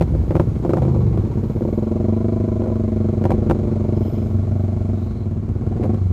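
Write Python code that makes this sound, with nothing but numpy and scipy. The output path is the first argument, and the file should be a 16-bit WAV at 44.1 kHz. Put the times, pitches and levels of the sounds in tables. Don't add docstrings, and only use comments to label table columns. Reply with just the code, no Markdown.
import sys
import numpy as np
from scipy import signal
from scipy.io import wavfile
from scipy.ndimage import uniform_filter1d

SR = 44100
rng = np.random.default_rng(int(sys.argv[2]) if len(sys.argv) > 2 else 0)


def to_wav(sig):
    pcm = np.clip(np.atleast_2d(sig), -1, 1) * 32767
    pcm = np.round(pcm).astype(np.int16)
    wavfile.write(sys.argv[1], SR, pcm.T)


def gain_from_decibels(decibels):
    exponent = np.asarray(decibels, float) / 20
    return 10 ** exponent


N = 269936

PIPE_ECHO_S = 0.00804


def in_time(rows):
    s, *columns = np.transpose(rows)
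    return [np.interp(np.arange(N) / SR, s, c) for c in columns]


def rms_one(x):
    return x / np.sqrt(np.mean(x ** 2) + 1e-20)


def clicks(times, sizes):
    out = np.zeros(N) + 1e-18
    at = np.round(np.asarray(times) * SR).astype(int)
    inside = (at >= 0) & (at < N)
    np.add.at(out, at[inside], sizes[inside])
    return out


def ring(x, hz, t60):
    r, w = gain_from_decibels(-60 / (t60 * SR)), 2 * np.pi * hz / SR
    return signal.lfilter([0, np.sin(w)], [1, -2 * r * np.cos(w), r * r], x)


def strike(modes, times, level_db, tilt_db, spread_db):
    chance = spread_db * rng.standard_normal((len(times), len(modes)))
    out = 0
    for k, (hz, db, t60) in enumerate(modes):
        octaves = np.log2(hz / modes[0][0])
        strength = gain_from_decibels(level_db + db + tilt_db * octaves + chance[:, k])
        out = out + ring(clicks(times, strength), hz, t60)
    return out


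def puffs(times, level_db, t60):
    return signal.lfilter([1], [1, -gain_from_decibels(-60 / (t60 * SR))], clicks(times, gain_from_decibels(level_db)))


def faded(start, end, fade_s):
    t = np.arange(N) / SR
    return np.clip(np.minimum(t - start, end - t) / fade_s, 0, 1)


def echoed(x, delay_s, share):
    lag = round(delay_s * SR)
    return x + share * np.concatenate([np.zeros(lag), x[:-lag]])


def band(x, low_hz, high_hz):
    return signal.sosfilt(signal.butter(2, [low_hz, high_hz], "band", fs=SR, output="sos"), x)


def soften(x, hz):
    return signal.sosfilt(signal.butter(4, hz, fs=SR, output="sos"), x)


def resonate(x, hz, width_hz):
    r = np.exp(-np.pi * width_hz / SR)
    a = [1, -2 * r * np.cos(2 * np.pi * hz / SR), r * r]
    once = signal.lfilter([1 - r], a, x)
    return rms_one(signal.lfilter([1, 0, -1], a, once))


def drone(glide, orders):
    hz, level_db = in_time(glide)
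    t, turn = np.arange(N) / SR, 2 * np.pi * np.cumsum(hz) / SR
    tones = sum(gain_from_decibels(db) * np.sin(k * turn + rng.uniform(0, 2 * np.pi)) for k, db in orders)
    sounding = (t >= glide[0][0]) * (t <= glide[-1][0])
    return np.sqrt(2) * gain_from_decibels(level_db) * tones * sounding


def even_firings():
    # t/s, firings/(1/s)
    speed = [(0, 15.15), (.39, 14.69), (.57, 13.79), (.82, 16.49), (1.54, 15.91), (1.84, 22.02),
             (2.2, 25.32), (2.44, 25.78), (3.01, 23.91), (4.95, 23.77), (5.5, 15.26), (5.94, 25.63),
             (6.14, 20.6)]
    # t/s, level/dB, brightness/(dB per octave)
    facing = [(0, -18, -6.5), (.4, -14.5, -7), (.63, -20, 2), (0.848, -31, 7), (1.201, -17, -0.5),
              (1.378, -13.5, 1.5), (1.551, -20, 4), (1.749, -16.5, 5), (2.15, -15, 3), (2.85, -15.5, 2),
              (3.348, -17, 4), (3.75, -18, 3), (4.05, -16, -0.5), (4.218, -18, 1.5), (4.35, -13, -4),
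              (4.951, -15.5, -0.5), (5.15, -16, -3), (5.6, -16, -3.5), (5.88, -13.5, 2.5), (5.95, -14, 0.5),
              (5.991, -20.5, -4), (6.12, -20, -0.5)]
    # t/s, change/dB
    uneven = [(1.31, -7), (1.435, -1.5), (1.56, 2), (1.73, -1), (4.09, -14), (5.555, -1)]
    first_firing_s = .0107
    per_s, = in_time(speed)
    cycles, t = np.cumsum(per_s) / SR, np.arange(N) / SR
    cycles = cycles - np.interp(first_firing_s, t, cycles)
    times = np.interp(np.arange(int(cycles[-1]) + 1), cycles, t)
    s, level_db, tilt_db = np.transpose(facing)
    uneven_db = sum(db * (np.abs(times - at) < .015) for at, db in uneven)
    return times, np.interp(times, s, level_db) + uneven_db, np.interp(times, s, tilt_db)


def even_engine(times, level_db, tilt_db):
    # f/Hz, level/dB, t60/s
    pipe = [(95, -3, 0.16), (217.8, -6.5, 0.13), (347.8, -8.5, 0.04), (481, -10, 0.032)]
    # t/s, share
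    pipe_return = [(0, 0.68), (1.2, 0.32), (1.55, 0.25), (1.85, 0.56), (2.8, 0.63), (4.0, 0.87),
                   (4.95, 0.52), (5.3, 1), (5.7, 0.55), (6.12, 0.31)]
    times = times + .00008 * rng.standard_normal(len(times))
    level_db = level_db + 1.0 * rng.standard_normal(len(times))
    push = clicks(times - .0008, gain_from_decibels(level_db + 1.26 * tilt_db + 32.0))
    drop = strike(pipe, times + .0004, level_db + 3, tilt_db, spread_db=.6)
    pulse = echoed(push - drop, PIPE_ECHO_S, in_time(pipe_return)[0])
    mouth = soften(soften(pulse, 484), 730)
    return mouth + chamber(times) + spit(times, level_db + 0.68 * tilt_db)


def chamber(times):
    # t/s, f/Hz, level/dB, upper f/Hz, upper level/dB, swell sharpness
    chamber_notes = [(1.2, 590, -42, 947, -41, 2.5), (1.5, 597, -37, 960, -45, 2.8),
                     (1.8, 614, -24.5, 953, -42, 6.1), (2.199, 658, -30.5, 1018, -43, 1.9),
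                     (2.7, 637, -29, 1010, -43.5, 1.7), (3.0, 641, -31, 1050, -51, 2.3),
                     (3.7, 612, -26.5, 950, -57, 7.3), (4.1, 640, -31.5, 823, -42, 4.7),
                     (4.3, 640, -34, 810, -44, 8), (4.599, 643, -30, 792, -40, 8.7),
                     (4.9, 652, -33, 810, -44, 10), (5.05, 667, -44, 810, -52, 6.9),
                     (5.14, 708, -43, 900, -69, 3), (5.25, 684, -44, 980, -54, 3.3),
                     (5.5, 728, -40, 1050, -56, 6.5), (5.9, 738, -27.5, 1120, -43, 5.3),
                     (6.0, 740, -44, 1170, -55, 3.3)]
    # t/s, share
    note_return = [(0, .15), (3.0, .15), (3.7, .4), (4.4, .55), (5.1, .55), (6.12, .3)]
    peak_s, echo_s = .0098, .0102
    s, *columns = np.transpose(chamber_notes)
    t, out = np.arange(SR // 16) / SR, np.zeros(N + SR)
    for start, chance in zip(times, rng.standard_normal((len(times), 4))):
        if start > s[0]:
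            hz, level_db, upper_hz, upper_db, sharpness = (np.interp(start, s, c) for c in columns)
            swell = (t / peak_s * np.exp(1 - t / peak_s)) ** sharpness
            hz, upper_hz = hz * (1 + .004 * chance[2]), upper_hz * (1 + .006 * chance[3])
            notes = gain_from_decibels(level_db + 1.2 * chance[0]) * np.sin(2 * np.pi * hz * t)
            notes += gain_from_decibels(upper_db + 2 * chance[1]) * np.sin(2 * np.pi * upper_hz * t)
            at = round(start * SR)
            out[at:at + len(t)] -= swell * notes
    return echoed(out[:N], echo_s, in_time(note_return)[0])


def spit(times, level_db):
    gate = echoed(puffs(times + .0012, level_db - 28.5, t60=0.018), PIPE_ECHO_S, share=.7)
    return rms_one(band(rng.standard_normal(N), 990, 1400)) * gate


def barks():
    # t/s, body/dB, crack/dB, return from the pipe end/dB, tailpipe ring/dB
    blips = [(0.009, 0.5, -28, -5, -18), (0.137, -26.5, -57, 7, -62), (0.306, -3, -37.5, -7, -38),
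             (0.352, 2, -32.5, -3, -34), (0.396, 7, -29, -17, -33), (0.648, -1, -38.5, -8, -38),
             (0.692, -1, -34.5, -5, -43), (0.733, 6, -30, -34, -28), (0.769, -1, -35.5, -5, -23),
             (0.819, -4, -38, -10, -28), (0.85, -12, -42, -7, -33), (0.879, -12, -60, -13, -27),
             (0.961, -15, -57, -16, -48), (1.173, -11, -37.5, -17, -54), (1.607, -19, -50, -3, -49),
             (1.65, -10, -49, -21, -57), (1.687, -21, -62, -21, -56), (2.618, -12, -44.5, -16, -36),
             (2.658, -11.5, -47, -5, -37), (2.7, -18, -52, -16, -33), (3.239, -16, -35, -12, -24),
             (3.252, -5.5, -34, -32, -4), (3.304, -4, -29.5, -4.5, -7.5), (3.497, 0.5, -29.5, 0, -7),
             (5.827, -27, -43, -10, -31), (5.834, -27, -38.5, -16, -42), (5.841, -11, -49, -0.5, -37),
             (5.943, -20.5, -42, -14, -40)]
    # f/Hz, level/dB, t60/s
    muffler = [(92, -14, 0.0045), (164, -9.5, 0.052), (349.3, -4, 0.04), (515, -9.5, 0.041),
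               (642, -39, 0.11)]
    # f/Hz, level/dB, t60/s
    tailpipe = [(784, -7, 0.049), (950, -2, 0.017)]
    # f/Hz, level/dB, t60/s
    shell = [(1120, -5.5, 0.048), (1360, -7.5, 0.039), (2100, -10, 0.023), (2325, -9, 0.022),
             (3000, -20.5, 0.0063)]
    echo_s = .0118
    s, body_db, crack_db, return_db, ring_db = np.transpose(blips)
    tilt_db = np.tile(-2.5 - 0.2864 * body_db, 2)
    s = np.concatenate([s, s + echo_s])
    body_db, crack_db = (np.concatenate([db, db + return_db]) for db in (body_db, crack_db))
    ring_db = np.concatenate([ring_db - 9, ring_db + 0.5 * return_db])

    body = strike(muffler, s + 0.00123, body_db, tilt_db, spread_db=2.0)
    body = body + strike(tailpipe, s + 0.00153, ring_db, 0, spread_db=1.0)
    rough = rms_one(band(rng.standard_normal(N), 160, 790)) * puffs(s + 0.0018, body_db - 18.5, 0.053)
    crunch = rms_one(band(rng.standard_normal(N), 850, 2000)) * puffs(s + 0.0015, crack_db - 1, 0.027)

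    snap = strike(shell, s + 0.003, crack_db, 0, spread_db=4.5)
    snap = snap + band(clicks(s + 0.0025, gain_from_decibels(crack_db - 7.0)), 1500, 15000)
    gas = band(rng.standard_normal(N), 2000, 15000)
    gas = rms_one(signal.lfilter([1], [1, -.8], gas))
    short_rasp = puffs(s + 0.0028, crack_db - 18.0, 0.0075)
    long_rasp = puffs(s + 0.00052, crack_db - 18.0, 0.085)
    return soften(body + rough, 940) + crunch + snap + gas * (short_rasp + long_rasp)


def coasting():
    # t/s, level/dB, brightness/(dB per octave)
    idle = [(0, -20.5, -1.5), (.5, -22, 0), (.9, -25.5, 2), (1.1, -23.5, 0), (1.25, -20, -1),
            (1.4, -22.5, 0.5), (1.86, -28.5, 1.5), (2.5, -27.5, -3.5), (3.1, -24.5, -1), (3.3, -21, -3),
            (3.85, -26, 2.5), (4.0, -27, 3), (4.3, -26, 0), (5.0, -25, -6), (5.4, -26, -3.5),
            (5.6, -23.5, -0.5), (5.8, -23, 1), (5.95, -26.5, -3), (6.12, -31.5, 0)]
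    # f/Hz, level/dB, t60/s
    lumps = [(62, -9, 0.18), (121.8, -4.5, 0.078), (151, -11, 0.086), (328.5, -8, 0.038), (408, -20, 0.05)]
    firings_per_s = 25.2
    level_db, _ = in_time(idle)
    at = (np.arange(1, 200) + .12 * rng.standard_normal(199)) / firings_per_s
    tilt_db = np.interp(at, *np.transpose(idle)[::2])
    thumps = strike(lumps, at, np.zeros(len(at)), tilt_db, spread_db=2.5)
    road = band(rng.standard_normal(N), 49, 244)
    return gain_from_decibels(level_db) * (rms_one(soften(thumps, 595)) + gain_from_decibels(-6.5) * rms_one(road))


def after_barks():
    # t/s, firings/(1/s), level/dB
    glide = [(.74, 23.2, -50), (.79, 24.2, -20), (.87, 26.8, -20), (.95, 25.3, -19), (1.05, 23.7, -18.5),
             (1.15, 22.5, -20), (1.21, 21.4, -29), (1.34, 20.2, -36)]
    chord_orders = list(enumerate([-12, -4.5, -5, 0.5, -13, -10, -11, -11, -28, -26, -19, -25.5, -18, -25, -28.5, -25, -25, -23.5, -25, -26],
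                    start=2))
    return drone(glide, chord_orders)


def run_downs():
    falls = [(0, .3, 21.5, 11.3, -24.5, 2.5), (0.426, 0.24, 27.3, 14, -33, 6),
             (5.961, 0.2, 25, 20, -17.5, -9.5)]
    hum_orders = list(enumerate([-0.5, 0.5, -6.5, -11, -13, -7.5], start=3))
    fade_s, fade_db, loudest_order = 0.055, 27, 4
    out = 0
    for start, length, per_s, fall, db, others_db in falls:
        s = np.array([0, fade_s, length - fade_s, length])
        edge_db = db - fade_db * np.array([start > 0, 0, 0, 1])
        orders = [(k, level_db + others_db * (k != loudest_order)) for k, level_db in hum_orders]
        out = out + drone(np.transpose([start + s, per_s - fall * s, edge_db]), orders)
    return out


def valve_clatter(times, tilt_db):
    # t/s, level/dB, bands that start under 1.2 kHz relative to it/dB
    clatter_level = [(0, -59, 2), (.5, -58.5, -2.5), (.89, -59, 7.5), (1.35, -60, -0.5), (2.0, -61.5, 1.5),
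                     (2.62, -61.5, -4), (3.4, -61.5, 1), (4.0, -60, 3), (4.3, -60, -9), (5.05, -61.5, -6.5),
                     (5.4, -64.5, -8.5), (5.8, -61.5, -5), (6.12, -61.5, -0.5)]
    # f/Hz, density/(dB per Hz)
    spectrum = [(600, -7), (900, -6), (1700, -31), (3000, -26.5), (5600, -31.5), (8900, -37.5),
                (13400, -44), (15300, -50)]
    # f/Hz, width/Hz, level/dB
    casings = [(1114, 110, 4.5), (1354, 185, 1.5), (2207, 430, -1), (3260, 110, -22), (4120, 460, -8),
               (5150, 180, -19), (6700, 1700, -8)]
    clatter_db, low_db = in_time(clatter_level)
    spectrum_hz, spectrum_db = np.transpose(spectrum)
    white = rng.standard_normal((2, N))
    edges = 600 * 2 ** np.arange(0, 4.7, .25)
    ticks = gain_from_decibels(4.2 * np.minimum(rng.exponential(1, N), 4)) * (rng.random(N) < 60 / SR)
    swell = rms_one(uniform_filter1d(puffs(times, 0.7 * tilt_db, 0.2), size=200))
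    out = 0
    for k, (low, high) in enumerate(zip(edges, edges[1:])):
        depth = np.clip(1.8 - 0.5 * np.log2(low / 600), 0, 3)
        centre_db = np.interp(np.log(low * high) / 2, np.log(spectrum_hz), spectrum_db)
        gain = gain_from_decibels(centre_db + low_db * (low < 1200))
        swelling = white[k % 2] * (1 + depth * swell) / (1 + depth)
        out = out + gain * band(swelling + 1.0 * ticks, low, high)
    out = out / np.sqrt(np.mean(band(out, 1700, 5800) ** 2))
    shaken = rng.standard_normal(N) * (1 + 1.2 * swell) + 3.4 * ticks
    out = out + sum(gain_from_decibels(db) * resonate(shaken, hz, width) for hz, width, db in casings)
    return gain_from_decibels(clatter_db) * out


def whirs():
    whir_rows = [(3.927, 4.3, 5150, -67), (3.936, 4.27, 3100, -64), (4.92, 5.132, 3900, -65),
                 (5.06, 5.28, 4100, -65)]
    flicker = gain_from_decibels(3 * rms_one(soften(rng.standard_normal(N), 30)))
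    out = 0
    for start, end, hz, db in whir_rows:
        noise = resonate(rng.standard_normal(N), hz, width_hz=450)
        out = out + gain_from_decibels(db) * faded(start, end, 0.06) * noise
    return flicker * out


def hiss():
    swells = [(1.355, 1.851, -76), (3.938, 4.203, -68), (4.0, 4.42, -73), (4.54, 4.697, -71),
              (4.93, 5.13, -74)]
    start_db, sink_db_per_s = -72, 2
    noise = rms_one(band(band(rng.standard_normal(N), 11500, 14300), 11000, 15000))
    floor = gain_from_decibels(start_db - sink_db_per_s * np.arange(N) / SR)
    return noise * (floor + sum(gain_from_decibels(db) * faded(start, end, fade_s=.11) for start, end, db in swells))


def channel_noise():
    rumble = rms_one(band(rng.standard_normal(N), 20, 60))
    return gain_from_decibels(-82.5) * rng.standard_normal(N) + gain_from_decibels(-58.0) * rumble


def scene():
    times, level_db, tilt_db = even_firings()
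    mid = even_engine(times, level_db, tilt_db) + barks() + coasting() + after_barks() + run_downs()
    mid = mid + valve_clatter(times, tilt_db) + whirs() + hiss()
    side = channel_noise()
    return np.array([mid + side, mid - side])


def roll_off(x):
    return signal.sosfilt(signal.butter(12, 15740, fs=SR, output="sos"), x)


def record(dry):
    limit = .5
    x = signal.sosfilt(signal.butter(3, 48, "high", fs=SR, output="sos"), dry)
    x = x / (1 + np.abs(x / limit) ** 6) ** (1 / 6)
    x = signal.sosfilt(signal.cheby2(14, 50, 15800, fs=SR, output="sos"), x)
    return roll_off(x)


dry = scene()
out = record(dry)
to_wav(out)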